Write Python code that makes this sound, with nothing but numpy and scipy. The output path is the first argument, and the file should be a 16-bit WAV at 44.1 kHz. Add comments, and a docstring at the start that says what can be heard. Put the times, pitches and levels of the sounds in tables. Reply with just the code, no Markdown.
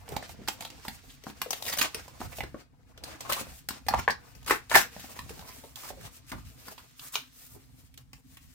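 """A sheet of thick paper is torn and turned by hand over a desk, under a pair of close microphones.
It starts with busy crackle, rustle and crease snaps, nearly stops after 2.6 s, and builds to the loudest
pops and tears between 3.9 and 4.8 s; softer moves and creaks follow, then one sharp snap at 7.15 s and
small ticks. Shaped noise makes fibres, rustle and pushed air; short ringing tones make pops and creaks.
A small room answers throughout, over a faint mains hum and ventilation rumble."""
import sys
import numpy as np
from scipy import signal
from scipy.fft import rfft, irfft, next_fast_len
from scipy.io import wavfile
from scipy.ndimage import uniform_filter1d, map_coordinates

SR = 44100
rng = np.random.default_rng(int(sys.argv[2]) if len(sys.argv) > 2 else 0)


def unload_audio(sound):
    """Save the sound as a 16-bit wav file, at the path given as the first command line argument."""
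    columns = np.transpose(np.atleast_2d(sound))
    # keep every value between -1 and 1, then stretch to whole-number steps
    steps = np.round(np.clip(columns, -1, 1) * 32767)
    wavfile.write(sys.argv[1], SR, steps.astype(np.int16))


N = 376613
TOP_HZ = 16000  # the treble fades out above this

# colour of parting fibres: (frequency [Hz], relative level per Hz [dB])
FIBRE_COLOUR = [(710, -17), (1200, -9), (2420, -7), (2820, -7.5), (3120, -8.5), (4940, -7.5), (9030, -8.5),
                (11100, -12), (14900, -6.5), (16000, -17.5), (16500, -41.5)]


def sheet():
    """Fibres part and rub in a dense crackle while the whole sheet rustles; powers of overlapping moves add."""
    # the sheet held and turned, always a little alive:
    # (time [s], fibre hiss [dB], rustle [dB], left minus right [dB], treble sheen: bright minus dull [dB])
    handling = [(0, -59.5, -58, 1, -5), (.4, -64.5, -60.5, -1, -14.5), (.8, -58, -60.5, -1, -10),
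                (1.2, -65, -68, -1, -12.5), (1.55, -53, -57, 4, -2), (2.1, -57.5, -61, -2, -6),
                (2.6, -67, -62, 2.5, -9), (2.68, -86, -78, 5.5, -17), (3.02, -78.5, -64.5, 1.5, -17.5),
                (3.5, -54, -55, 1, -5), (3.65, -67.5, -75, 2, -7), (4.25, -67, -59.5, 3.5, -8),
                (4.45, -69, -67.5, 2, -7), (5, -52, -59, 1, -7.5), (5.7, -59, -64.5, -1, 1.5),
                (6.25, -64.5, -70, 1.5, -10.5), (6.7, -58, -69, 1, 1), (6.95, -64.5, -82, -0.5, -7),
                (7.6, -66, -72.5, 1.5, -1), (8.1, -75.5, -80, 4, -4.5), (8.54, -62.5, -80, 5, 1)]
    # rips and slides: (start [s], length [s], fibre hiss [dB], rustle [dB], treble sheen [dB])
    strokes = [(0.074, 0.1, -61, -47.5, 8), (0.189, 0.071, -56.5, -51.5, -23), (0.251, 0.071, -51, -71, 0),
               (0.465, 0.071, -51, -67, 10), (0.59, 0.089, -48, -61, -5), (0.834, 0.12, -50, -79, 3),
               (1.01, 0.14, -61, -85, 8), (1.243, 0.067, -48.5, -49.5, -2), (1.597, 0.12, -45.5, -55, 14),
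               (1.778, 0.08, -40, -36, -17), (1.93, 0.07, -44, -46, -7), (2.186, 0.074, -47, -44.5, -3),
               (2.281, 0.13, -50, -70, 5.5), (2.554, 0.067, -57.5, -55, -12),
               (2.859, 0.064, -63.5, -60.5, -5), (3.021, 0.14, -51.5, -49, -9.5),
               (3.18, 0.23, -50.5, -50, -7), (3.282, 0.13, -41, -58, 1), (3.481, 0.11, -52, -79, 5),
               (3.687, 0.096, -51, -53, -9), (3.874, 0.17, -60.5, -59, -25), (4.088, 0.041, -66, -52, -21),
               (4.19, 0.13, -60.5, -78, -1), (4.345, 0.022, -57, -77, 10), (4.457, 0.082, -35, -39, -9),
               (4.692, 0.06, -34.5, -43, -2), (4.734, 0.059, -21.5, -35, -4), (5.02, 0.2, -56.5, -59.5, 15),
               (5.277, 0.18, -59, -58.5, 3), (5.466, 0.12, -52, -63, 3), (5.774, 0.12, -42, -52, 0),
               (5.993, 0.077, -48, -57, -2.5), (6.096, 0.077, -52, -70, 4), (6.258, 0.044, -46.5, -69, 0),
               (6.312, 0.031, -61, -46, -13.5), (6.466, 0.087, -63.5, -78, 10),
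               (6.615, 0.11, -51.5, -54, 1.5), (6.803, 0.048, -69, -59, -9), (6.963, 0.12, -48.5, -82, 8),
               (7.118, 0.03, -37, -63, 22), (7.318, 0.079, -52.5, -75, 5.5), (7.388, 0.085, -51, -70.5, 8),
               (7.483, 0.076, -57.5, -65.5, 15), (7.7, 0.17, -63.5, -79.5, 3),
               (7.967, 0.046, -59.5, -62.5, 3.5), (8.125, 0.073, -62, -69.5, 6),
               (8.267, .08, -62.5, -70.5, 4.5), (8.382, 0.085, -64.5, -79, 2.5)]
    # colour of the rustle: (frequency [Hz], relative level per Hz [dB])
    rustle_colour = [(120, -47), (200, 0), (420, 0), (491, 5), (574, -4.5), (647, 3), (1690, -6),
                     (2820, -12.5), (3500, -31.5), (4550, -37.5), (7700, -120)]

    hiss_db, rustle_db, pan_db, sheen_db = curves(handling)
    power = np.zeros((3, N + SR))  # dull hiss, bright hiss, rustle
    power[:, :N] = amp([hiss_db - sheen_db / 2, hiss_db + sheen_db / 2, rustle_db]) ** 2
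    for start_s, length_s, hiss, body, sheen in strokes:
        at, shape = gesture(start_s, length_s, attack_s=0.04, release_s=0.0097)
        level = amp([[hiss - sheen / 2], [hiss + sheen / 2], [body]])
        power[:, at] += (level * shape) ** 2
    dull, bright, body = np.sqrt(power[:, :N])

    fibres = spread(crackle(clump_db=2.5, clump_rate=40, spike_db=1.5, patchy_db=1.0), FIBRE_COLOUR)
    treble = filtered(fibres, lambda hz: 1 / (1 + (7000 / (hz + 1)) ** 4))
    fibres = dull * (fibres - treble) + bright * treble  # a smooth slide is brighter than a tear
    rustle = spread(crackle(clump_db=0.6, clump_rate=84, spike_db=1.5, patchy_db=4.5), rustle_colour)

    jerk = wobble(44)  # the tear advances in jerks
    paper = amp(0.58 * jerk) * fibres + amp(1.1 * jerk) * body * rustle
    return paper * sides(pan_db)


def crackle(clump_db, clump_rate, spike_db, patchy_db):
    """Many small breaks: noise in clumps, with random spikes and patches of random colour."""
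    z = signal.stft(rng.standard_normal((2, N)), nperseg=256)[2]
    patches = uniform_filter1d(rng.standard_normal(z.shape[1:]), 4, 0)  # smooth over frequency
    patches = uniform_filter1d(patches, 5, 1)  # and over time
    pair = signal.istft(z * amp(patchy_db * unit(patches)), nperseg=256)[1][:, :N]
    spikes = np.minimum(rng.exponential(1, N // 24 + 1), 5.5)
    spikes = np.repeat(spikes, 24)[:N]  # each break lasts half a millisecond
    return pair * amp(clump_db * wobble(clump_rate) + spike_db * spikes)


def snaps():
    """A crease flips in a ragged burst: the panel pops for a few cycles, fibres crack, and the sheet knocks."""
    # crease snaps: (start [s], pop peak [dB], nominal low pop [Hz], nominal high pop [Hz],
    # high pop minus low [dB], crack [dB], knock [dB], left minus right [dB])
    creases = [(.079, -37.5, 825, 2400, -4, -49, -55, -6), (0.089, -39, 450, 2460, -19, -36, -36, 0),
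               (0.12, -33, 417, 2120, -21, -41.5, -59, 1), (.164, -20, 800, 2230, -9, -28, -23, -6),
               (0.225, -32, 880, 1590, -2, -44, -39, -3), (.292, -39.5, 853, 2060, -5.5, -43, -65, -7),
               (0.39, -55, 436, 1278, -22, -72, -31, -1), (.416, -43.5, 447, 2060, -9, -68.5, -28, -1.5),
               (.476, -28, 1040, 1620, 21, -28.5, -52, 0.5), (.483, -25, 840, 2630, -9.5, -19.5, -27, -7),
               (0.607, -37, 730, 2560, -22, -30.5, -37, -3), (.622, -40, 870, 2730, -11, -34.5, -52, -2),
               (.649, -30, 926, 3050, 3, -33.5, -41, 3), (0.701, -46, 860, 2760, -4, -38.5, -40, -2),
               (.85, -32.5, 930, 1700, -9, -39.5, -37, -3), (.881, -27, 920, 2040, 6, -28.5, -24, 0),
               (1.237, -48, 480, 2230, -22, -41.5, -46, 9), (1.267, -28, 830, 1370, -26, -48, -24.5, 4.5),
               (1.299, -39, 996, 2330, -12, -41.5, -29, 2), (1.416, -24.5, 1100, 2200, -4.5, -21, -49, -1),
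               (1.46, -33, 498, 1290, -12, -57.5, -40, 8), (1.506, -27.5, 745, 2350, -13, -20, -33.5, 4.5),
               (1.53, -30.5, 703, 1854, -8.5, -22, -52, 5), (1.623, -31, 770, 2680, -9, -28.5, -53, 7),
               (1.652, -37, 700, 2500, 2, -33, -57, 4), (1.696, -35, 604, 1505, -6.5, -29, -51, 9),
               (1.723, -42, 1400, 2800, 6, -36, -55, -1), (1.812, -21.5, 1110, 2540, 5, -17.5, -54, -5),
               (1.945, -28.5, 435, 2500, 1, -24.5, -33, 1), (2.079, -41, 870, 2120, -13, -43, -47, -3),
               (2.204, -35.5, 820, 2160, -4.5, -38.5, -25.5, -1),
               (2.214, -27.5, 840, 2520, -20, -46.5, -28, -3), (2.384, -30, 610, 2550, -7, -37, -31, -1),
               (2.405, -22, 910, 2170, 2, -41, -30, -7), (2.435, -30, 447, 1510, -3.5, -37.5, -30, -1),
               (2.544, -31.5, 560, 1160, -5, -64, -21, 3), (2.976, -46, 450, 1500, -4, -42, -61, 1),
               (3.037, -42, 756, 1410, -10, -29.5, -45, -0.5), (3.206, -40, 760, 2540, -11, -30, -57, -3),
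               (3.322, -32.5, 620, 1800, -10, -18.5, -33, 2), (3.33, -40, 700, 3000, 0, -20, -50, -2.5),
               (3.411, -60, 500, 1610, -16, -56, -29.5, 17), (3.468, -40.5, 593, 1530, -11, -56, -37, 0),
               (3.687, -29, 790, 1720, 6, -22, -35, 1.5), (3.706, -28.5, 1113, 1243, -15, -33, -27.5, 3),
               (3.865, -38, 545, 1936, -5.5, -39, -34.5, -1),
               (3.884, -15.5, 869, 1760, -6.5, -19, -43.5, 1), (3.908, -31, 713, 1460, 0, -41, -25, 2),
               (3.937, -11.5, 910, 1760, -14, -34, -27, -1), (4.078, -7, 965, 1525, 1.5, -63, -47, 2),
               (4.098, -18, 982, 1750, 1.5, -45, -30, 6), (4.103, -45, 1000, 2400, 0, -30, -58, 1),
               (4.35, -56, 900, 2392, 0, -45, -63.5, 5), (4.428, -55.5, 900, 2410, 1, -48.5, -64, 3.5),
               (4.445, -55, 900, 2400, 0.5, -48, -62.5, -1.5), (4.462, -49, 900, 2000, 1, -34.5, -58, 2),
               (4.508, -3.5, 1100, 1720, -1.5, -20, -40.5, 3),
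               (4.696, -39, 1129, 2240, -5, -31.5, -54, 4.5), (4.706, -30, 1300, 2200, 2, -41, -55, 5),
               (4.714, -16, 1016, 1476, -5.5, -29, -48, 1.5), (4.753, -3.5, 1083, 1620, 6.5, -10, -38.5, 4),
               (4.758, -6.5, 687, 1673, -1.5, -12.5, -44, -1), (4.963, -34, 716, 1650, -7, -50, -31.5, 0),
               (5.041, -39.5, 705, 1850, -15, -68, -33, 5), (5.19, -28.5, 1090, 1810, -1.5, -32.5, -35, -3),
               (5.293, -41, 800, 2500, -14, -36, -56, -3), (5.305, -35, 406, 1780, -16, -45, -30.5, 0),
               (5.376, -48, 800, 1300, -4, -55, -45, -2), (5.412, -46, 700, 1100, -4, -46, -45, -1),
               (5.422, -41, 850, 1300, -12, -55, -53, -1), (5.392, -41, 795, 2780, -9, -39, -35, 0),
               (5.262, -62, 420, 1500, -12, -64, -36, 2), (5.638, -41, 450, 2420, -19, -55, -45, 2),
               (5.757, -51, 1050, 1760, -8, -34, -59, -6), (5.903, -33.5, 596, 1470, -28, -41, -59, -6),
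               (6.317, -29, 1700, 3400, -9, -33.5, -27, -1.5), (6.682, -31, 1050, 1420, -10, -38.5, -37, 1),
               (6.779, -41, 1130, 1890, -9, -41, -61.5, -3),
               (6.994, -49.5, 1190, 2706, -19.5, -35.5, -68, -2.5),
               (7.141, -52, 1120, 2180, -8.5, -31.5, -59.5, -5),
               (7.154, -17, 1300, 2560, 6, -20.5, -67.5, 1.5), (7.164, -31.5, 1300, 3100, -4, -38, -67, 1),
               (7.94, -59.5, 643, 2470, 12, -49, -61, -3.5), (7.975, -69, 1104, 2340, -15, -38, -58, -2.5),
               (8.131, -44.5, 1090, 2100, 3.5, -40.5, -43.5, 1),
               (8.37, -43.5, 1090, 2510, 4.5, -42.5, -48, 1)]
    soft_db = -30  # pops above this flip faster and start harder
    flip_s, crack_hz = 0.0018, 3880  # flip time and crack pitch of a soft crease, varied a little each time
    crack_t60_s = 0.035  # crack decay, the same for all

    out, t = np.zeros((2, N + SR)), np.arange(SR // 5) / SR
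    fall = amp(-60 * t / crack_t60_s)
    for start_s, db, low_hz, high_hz, high_db, crack_db, knock_db, pan_db in creases:
        low_shift, high_shift, knock_shift, vary = rng.standard_normal((4, 2))
        harder_db = max(db - soft_db, 0)
        # flip time loses 0.08 dB for each dB above a soft snap
        u = t / (flip_s * amp(-0.08 * harder_db) * np.exp(0.13 * vary[0]))
        flip = crease_flip(u, fall, harder_db)
        low = rung(mode(t, low_hz, 7.2, low_shift), flip)
        high = rung(mode(t, high_hz, 8.6, high_shift), flip)
        pop = slackened(low + amp(high_db) * high, t)
        pop /= np.abs(pop).max()
        crack = fibre_crack(t, u, fall, crack_hz * np.exp(0.16 * vary[1]))
        knock = mode(t, 240 * np.exp(0.2 * knock_shift[0]), 5.0, knock_shift)
        sound = amp(db) * pop + amp(crack_db) * crack + amp(knock_db) * knock
        at = round(start_s * SR)
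        out[:, at:at + len(t)] += sides(pan_db)[:, None] * sound
    return out[:, :N]


def crease_flip(u, fall, harder_db):
    """The buckle runs along the crease for a few milliseconds, then the panel shivers as fibres break."""
    buckle = u * np.exp(1 - u)
    shiver = 0.27 * (1 - np.exp(-u)) * fall
    flip = (buckle + shiver) * rng.standard_normal(len(u))
    # one sudden kick against the ragged rest, 0.08 dB stronger for each dB above a soft snap
    flip[np.argmax(u > 0.5)] += 0.63 * amp(0.08 * harder_db) * np.linalg.norm(flip)
    return flip


def mode(t, hz, cycles, shift):
    """One ringing tone that falls 60 dB in the given cycles, with its own phase on each side."""
    swell = 1 - np.exp(-2.5 * t * hz)
    return amp(-60 * t * hz / cycles) * swell * np.sin(2 * np.pi * hz * t + 0.21 * shift[:, None])


def rung(ring, flip):
    """A panel rung by the flip; a loose sheet radiates little below 382 Hz."""
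    thin = signal.butter(3, 382, "high", fs=SR, output="sos")
    struck = signal.fftconvolve(ring, flip[None], axes=1)[:, :ring.shape[1]]
    return unit(signal.sosfilt(thin, struck))


def slackened(pop, t):
    """The panel loses tension, so its pitch falls from 11% above nominal to 11% below."""
    sag, sag_s = 0.22, 0.0054  # whole fall as a share of the pitch, and its time constant
    place = np.cumsum(1 + sag * (np.exp(-t / sag_s) - 0.5))
    return np.array([np.interp(place, np.arange(len(t)), side) for side in pop])


def fibre_crack(t, u, fall, crack_hz):
    """Fibres crack in ragged noise: the first let go at once, the rest follow the buckle."""
    snick, snick_s = 0.55, 0.0017  # first fibres: size against the crack, time to peak
    common, apart = rng.standard_normal(len(t)), rng.standard_normal((2, len(t)))

    def colour(hz):
        bump = 1 + 1.3 / (1 + ((hz - crack_hz) / 900) ** 2)
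        return amp(along(FIBRE_COLOUR, hz)) * tinted(hz) * bump

    ragged = amp(1.6 * unit(uniform_filter1d(rng.standard_normal(len(t)), 90)))
    rise = 1 - np.exp(-(u / 4.8) ** 2)
    first = snick * t / snick_s * np.exp(1 - t / snick_s)
    return shaped(filtered(common + 2.0 * apart, colour) * ragged, rise * fall + first)


def bursts():
    """The tear runs on in a swell of breaks; the taut edge rings, its pitch sliding with its free length."""
    # tear bursts and creaks: (peak time [s], rise [s], fall [s], edge ring [dB], ring from [Hz],
    # ring to [Hz], crack [dB], left minus right [dB])
    tears = [(0.125, 0.045, 0.026, -46.5, 497, 908, -60, -6), (.405, 0.014, 0.022, -51, 450, 350, -78, -1),
             (1.106, 0.019, .02, -53.5, 3505, 3610, -60, 0), (1.668, 0.007, 0.015, -42, 660, 607, -33.5, 2),
             (1.685, .012, .014, -36.5, 2300, 1324, -32.5, -4),
             (1.734, 0.016, 0.012, -40, 1386, 910, -30, -1.5),
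             (1.773, 0.0053, 0.0089, -38.5, 694, 610, -32.5, 5),
             (1.789, 0.0052, 0.0092, -32, 2934, 2926, -23, 0.5),
             (1.793, 0.006, .008, -38, 1098, 898, -43, 0), (1.733, 0.011, 0.0067, -39, 4230, 3760, -52, 1),
             (1.817, 0.0036, 0.0054, -26, 2612, 2327, -25, -10.5),
             (1.826, 0.0045, 0.0083, -41, 1983, 708, -27.5, 10),
             (1.85, 0.005, .005, -35, 2900, 2800, -33, -1), (1.856, 0.004, .008, -36, 1154, 803, -45, 0.5),
             (2.33, 0.018, 0.0098, -47.5, 811, 703, -53, -6),
             (2.332, 0.013, 0.0091, -49, 2193, 2210, -64, -7), (3.09, 0.016, .02, -49.5, 595, 655, -59, -2),
             (3.15, .01, .01, -54, 1547, 1550, -63, -6), (3.258, 0.0088, 0.013, -44, 1112, 1135, -60, 8),
             (3.303, 0.0099, 0.0058, -27, 1003, 1250, -30.5, 2.5),
             (3.317, 0.0077, 0.0087, -33, 1290, 1313, -52, 5),
             (3.372, 0.019, 0.019, -37, 643, 1460, -43, 1), (3.411, 0.0065, 0.01, -43, 795, 247, -58, 6.5),
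             (3.93, 0.0072, 0.0044, -36, 908, 897, -52, -5), (3.945, .003, 0.0029, -22, 899, 850, -49, -4),
             (3.995, 0.016, 0.0074, -32.5, 992, 907, -35.5, 1),
             (4.084, 0.0029, 0.0074, -24.5, 965, 862, -60, 7),
             (4.107, 0.0044, 0.0081, -35, 4720, 4490, -49, 8.5),
             (4.484, 0.014, 0.011, -35.5, 1496, 790, -33.5, 3),
             (4.5, 0.005, .006, -27, 1614, 1363, -29, -3), (4.519, .005, 0.011, -27, 1905, 1220, -35, 4),
             (4.518, .004, 0.0076, -28.5, 797, 690, -42, 0), (4.55, 0.01, 0.019, -38, 1486, 1605, -41, 5),
             (4.73, .012, 0.0053, -29.5, 1512, 1295, -35.5, -1),
             (4.75, .012, 0.0063, -16, 1792, 1848, -28, -4),
             (4.783, 0.015, 0.011, -28.5, 5910, 6310, -39.5, 0),
             (4.772, 0.0083, 0.026, -25.5, 1700, 1530, -28, 2),
             (4.81, 0.011, 0.017, -35, 1588, 1686, -31, 7), (5, 0.011, 0.016, -55, 1550, 1516, -46, 4),
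             (5.1, 0.011, 0.012, -51, 1214, 495, -68, 3), (5.165, 0.011, 0.015, -53, 812, 1016, -53, 0),
             (5.168, 0.015, 0.019, -51, 2000, 2100, -65, 0),
             (5.486, 0.014, 0.021, -49, 795, 1083, -48.5, -3),
             (5.642, 0.0069, 0.0063, -48.5, 843, 813, -54, 2),
             (5.769, 0.0077, 0.028, -54.5, 985, 1043, -48, 6),
             (5.845, 0.024, .03, -47.5, 1050, 1047, -60, -4), (5.515, .02, .03, -56, 2304, 2350, -65, -2),
             (5.93, .01, 0.017, -53, 649, 600, -70, 1), (5.985, .02, 0.026, -51, 596, 398, -76, -4),
             (6.013, 0.0048, .006, -53, 1610, 1530, -51, -6),
             (6.058, .012, 0.015, -50.5, 953, 994, -52.5, 1),
             (6.326, .005, 0.014, -37.5, 1150, 495, -53, -2), (6.335, .01, 0.031, -43, 262, 218, -71, -2),
             (6.384, .006, 0.012, -49.5, 1047, 1015, -63.5, 0),
             (6.8, 0.016, 0.01, -53, 1095, 1210, -57.5, -2),
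             (7.029, 0.021, 0.084, -57, 1150, 1142, -63.5, 0.5),
             (7.04, 0.038, 0.052, -58.5, 1723, 1716, -69, 0), (7.145, 0.02, 0.0075, -51, 895, 1190, -43, 6),
             (7.18, .008, 0.038, -60, 3600, 3080, -46.5, 5),
             (7.552, 0.011, 0.011, -63, 817, 802, -66.5, -4),
             (7.559, 0.017, 0.027, -53.5, 423.5, 297, -75, -4)]

    out = np.zeros((2, N + SR))
    for peak_s, rise_s, fall_s, db, from_hz, to_hz, crack_db, pan_db in tears:
        t = np.arange(SR // 5) / SR - 2 * rise_s  # zero at the peak
        shape = np.where(t < 0, np.exp(-2 * (t / rise_s) ** 2), np.exp(-np.abs(t) / fall_s))
        sizes = np.minimum(rng.exponential(1, SR // 100), 4)
        breaks = amp(3.0 * np.repeat(sizes, 26)[:len(t)])
        noise = rng.standard_normal((6, len(t)))
        common, apart = noise[0] + 1j * noise[1], noise[2:4] + 1j * noise[4:]

        hz = from_hz + (to_hz - from_hz) * np.clip((t + rise_s) / (rise_s + 1.5 * fall_s), 0, 1)
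        hz = hz * (1 + 0.045 * unit(uniform_filter1d(noise[5], 300)))  # the edge is uneven
        ring = amp(-60 * (t - t[0]) * hz.mean() / 9.5)  # falls 60 dB in 9.5 cycles
        drive = (common + 1.2 * apart) * breaks
        swell = signal.fftconvolve(drive, ring[None], axes=1)[:, :len(t)]
        edge = (swell * np.exp(2j * np.pi * np.cumsum(hz) / SR)).real  # moved up to the edge's pitch

        crack = filtered((common.imag + apart.real) * breaks,
                         lambda f: amp(along(FIBRE_COLOUR, f)) * tinted(f))
        sound = amp(db) * shaped(edge, shape) + amp(crack_db) * shaped(crack, shape)
        at = round((peak_s - 2 * rise_s) * SR)
        out[:, at:at + len(t)] += sides(pan_db)[:, None] * sound
    return out[:, :N]


def air_push():
    """The held and swung sheet pushes air at the microphones, a low uneven noise."""
    # slow drift of air from the held sheet: (time [s], level [dB])
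    drift = [(0, -55), (1.5, -58), (2.6, -58), (2.7, -62.5), (3, -54.5), (4.3, -57), (5.7, -57.5),
             (6.8, -61.5), (6.95, -80.5), (7.4, -61), (7.7, -60), (8.54, -59.5)]
    # swings of the sheet: (start [s], length [s], air push [dB])
    swings = [(0.086, 0.099, -43.5), (0.45, 0.042, -52), (0.593, .05, -50.5), (0.86, 0.035, -49),
              (1.797, 0.031, -52.5), (1.946, .04, -48), (2.192, 0.07, -43), (2.373, 0.058, -38.5),
              (3.394, 0.02, -42.5), (3.463, 0.039, -40), (3.68, 0.046, -47), (3.854, 0.13, -40.5),
              (4.06, 0.032, -43.5), (4.496, 0.025, -46.5), (4.728, 0.054, -38), (4.96, 0.017, -42.5),
              (5.2, 0.13, -46), (5.893, 0.17, -48.5), (6.303, 0.067, -40.5), (6.43, 0.034, -41.5),
              (7.512, 0.086, -55.5)]
    # colour of the pushed air: (frequency [Hz], relative level per Hz [dB])
    push_colour = [(20, -38), (45, -2), (65, 3.5), (120, -2.5), (220, -12.5), (400, -43.5)]

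    power = np.zeros(N + SR)
    power[:N] = amp(curves(drift)[0]) ** 2
    for start_s, length_s, db in swings:
        at, shape = gesture(start_s, length_s, attack_s=0.035, release_s=0.041)
        power[at] += (amp(db) * shape) ** 2
    gusts = rng.standard_normal((2, N)) * amp(3.1 * wobble(13))
    return np.sqrt(power[:N]) * spread(gusts, push_colour)


def placed(x):
    """The nearer microphone hears the sheet first."""
    # where the sheet is held: (time [s], lead of the left microphone [microseconds])
    lead = [(0, -4), (1.2, 39), (1.75, 66), (2.25, 11), (2.75, 107.5), (3.25, 128), (3.75, 43), (4.25, 44),
            (4.75, 114), (5.25, 27), (5.75, 125), (6.25, 113), (7.2, 27.5), (7.75, 107), (8.54, 126)]
    hz, t, z = signal.stft(x, SR, nperseg=512)
    lead_s = np.interp(t, *np.transpose(lead)) / 1e6
    each_way = np.array([1, -1])[:, None, None]  # half the lead on each side
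    turned = z * np.exp(1j * np.pi * hz[:, None] * lead_s * each_way)
    return signal.istft(turned, SR, nperseg=512)[1][:, :N]


def room(x):
    """Walls answer 3 ms later; the sheet keeps moving, so each quarter second meets a new tail."""
    # how long the room rings: (frequency [Hz], time to fall 60 dB [s])
    walls = [(200, 0.25), (600, 0.15), (1500, 0.19), (4000, 0.2), (10000, 0.13)]
    out, step = np.zeros((2, N + 2 * SR)), SR // 4
    for start in range(0, N, step):
        hz, t, z = signal.stft(rng.standard_normal((2, SR // 2)), SR, nperseg=256)
        fading = z * amp(-60 * t / along(walls, hz)[:, None])
        tail = signal.istft(fading, SR, nperseg=256)[1]
        tail = tail / np.linalg.norm(tail[0])
        wet = signal.fftconvolve(x[None, start:start + step], tail, axes=1)
        out[:, start + 130:start + 130 + wet.shape[1]] += wet
    return out[:, :N]


def background():
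    """Ventilation noise and an unsteady mains hum, which reaches the two microphones out of step."""
    # hum tones: (frequency [Hz], typical peak level [dB])
    hum_tones = [(59.2, -68), (118.4, -74), (242.2, -77)]
    # colour of the ventilation: (frequency [Hz], relative level per Hz [dB])
    vent_colour = [(15, -73), (25, -14.5), (47, -2.5), (85, -60), (118, 5), (208, -22.5), (259, 1.5),
                   (321, -22.5), (831, -43.5), (952, -40), (1030, -46.5), (1280, -43.5), (16500, -68)]
    t, step = np.arange(N) / SR, np.array([[0.6], [-0.6]])  # step in radians
    hum = 0
    for hz, db in hum_tones:
        phase = 2 * np.pi * hz * t + 0.48 * wobble(4.0) + step
        hum = hum + amp(db + 2.3 * wobble(21)) * np.sin(phase)
    rumble = spread(rng.standard_normal((2, N)), vent_colour)
    return hum + amp(-63.5 + 3.9 * wobble(57)) * rumble


def spread(pair, spectrum):
    """Two signals coloured and mixed to a stereo pair of rms 1, more alike at some pitches than others."""
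    # likeness of the two sides: (frequency [Hz], left-right likeness [0 to 1])
    alike = [(50, 0.57), (250, 0.38), (700, 0.09), (2500, 0.14), (8000, 0.29), (14000, 0.27)]

    def response(hz):
        turn = np.arccos(np.clip(along(alike, hz), -1, 1)) / 2
        return amp(along(spectrum, hz)) * np.array([np.cos(turn), np.sin(turn)])

    mid, side = filtered(pair, response)
    return unit(np.array([mid + side, mid - side]))


def gesture(start_s, length_s, attack_s, release_s):
    """Where a move lies in time, and its shape: rise, hold, die away."""
    t = np.arange(SR) / SR
    shape = (1 - np.exp(-t / attack_s)) * np.exp(-np.clip(t - length_s, 0, None) / release_s)
    at = round(start_s * SR)
    return slice(at, at + SR), shape


def curves(rows):
    """One value per sample for each column after the time."""
    s, *cols = np.transpose(rows)
    return [np.interp(np.arange(N) / SR, s, c) for c in cols]


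def wobble(rate):
    """A smooth random curve with rate random knots a second."""
    knots = rng.standard_normal(int(N * rate / SR) + 4)
    return map_coordinates(knots, [np.arange(N) * rate / SR])


def tinted(hz):
    """Gain of a random uneven colour: 18 knots spread evenly up to the top frequency."""
    knots = rng.standard_normal(18)
    return amp(3.5 * np.interp(hz, np.linspace(0, TOP_HZ, len(knots)), knots))


def shaped(x, shape):
    return unit(x * shape) * np.sqrt(np.mean(shape ** 2))


def filtered(x, response):
    """x with each frequency multiplied by a response, which may also turn its phase."""
    m = next_fast_len(x.shape[-1] + 8192)
    return irfft(rfft(x, m) * response(np.fft.rfftfreq(m, 1 / SR)), m)[..., :x.shape[-1]]


def along(points, hz):
    """Values read between (Hz, value) points on a log frequency axis."""
    f, v = np.transpose(points)
    return np.interp(np.log(hz + 1), np.log(f + 1), v)


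def sides(pan_db):
    """Left and right gains for a left-minus-right difference in dB."""
    return amp(np.array([pan_db / 2, -pan_db / 2]))


def amp(db):
    """Gain of a level in dB."""
    return 10 ** (np.asarray(db) / 20)


def unit(x):
    """x at rms 1."""
    return x / np.sqrt(np.mean(x ** 2) + 1e-20)


def scene():
    """Paper heard directly, mostly a little earlier on the left, then off the walls, over the low sounds."""
    paper = sheet() + snaps() + bursts()
    near = placed(paper)
    far = room(amp(-4.5) * paper.mean(0))

    def out_of_step(hz):
        # a pressure gradient: each side turns by up to 0.4 radian, less below 45 Hz
        turn = (hz > 0) / (1 + (45 / (hz + 1)) ** 2)
        return np.exp(0.4j * np.array([[1], [-1]]) * turn)

    low = filtered(air_push() + background(), out_of_step)
    return near + far + low


def record(dry):
    """The recorder rounds off the highest peaks and fades out the treble above its band limit."""
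    soft = dry / (1 + np.abs(dry / 0.9) ** 4) ** (1 / 4)

    def band(hz):
        slope = amp(-25 * np.clip((hz - TOP_HZ) / 300, 0, 1))
        return slope * (hz < TOP_HZ + 900)

    return filtered(soft, band)


dry = scene()
out = record(dry)
unload_audio(out)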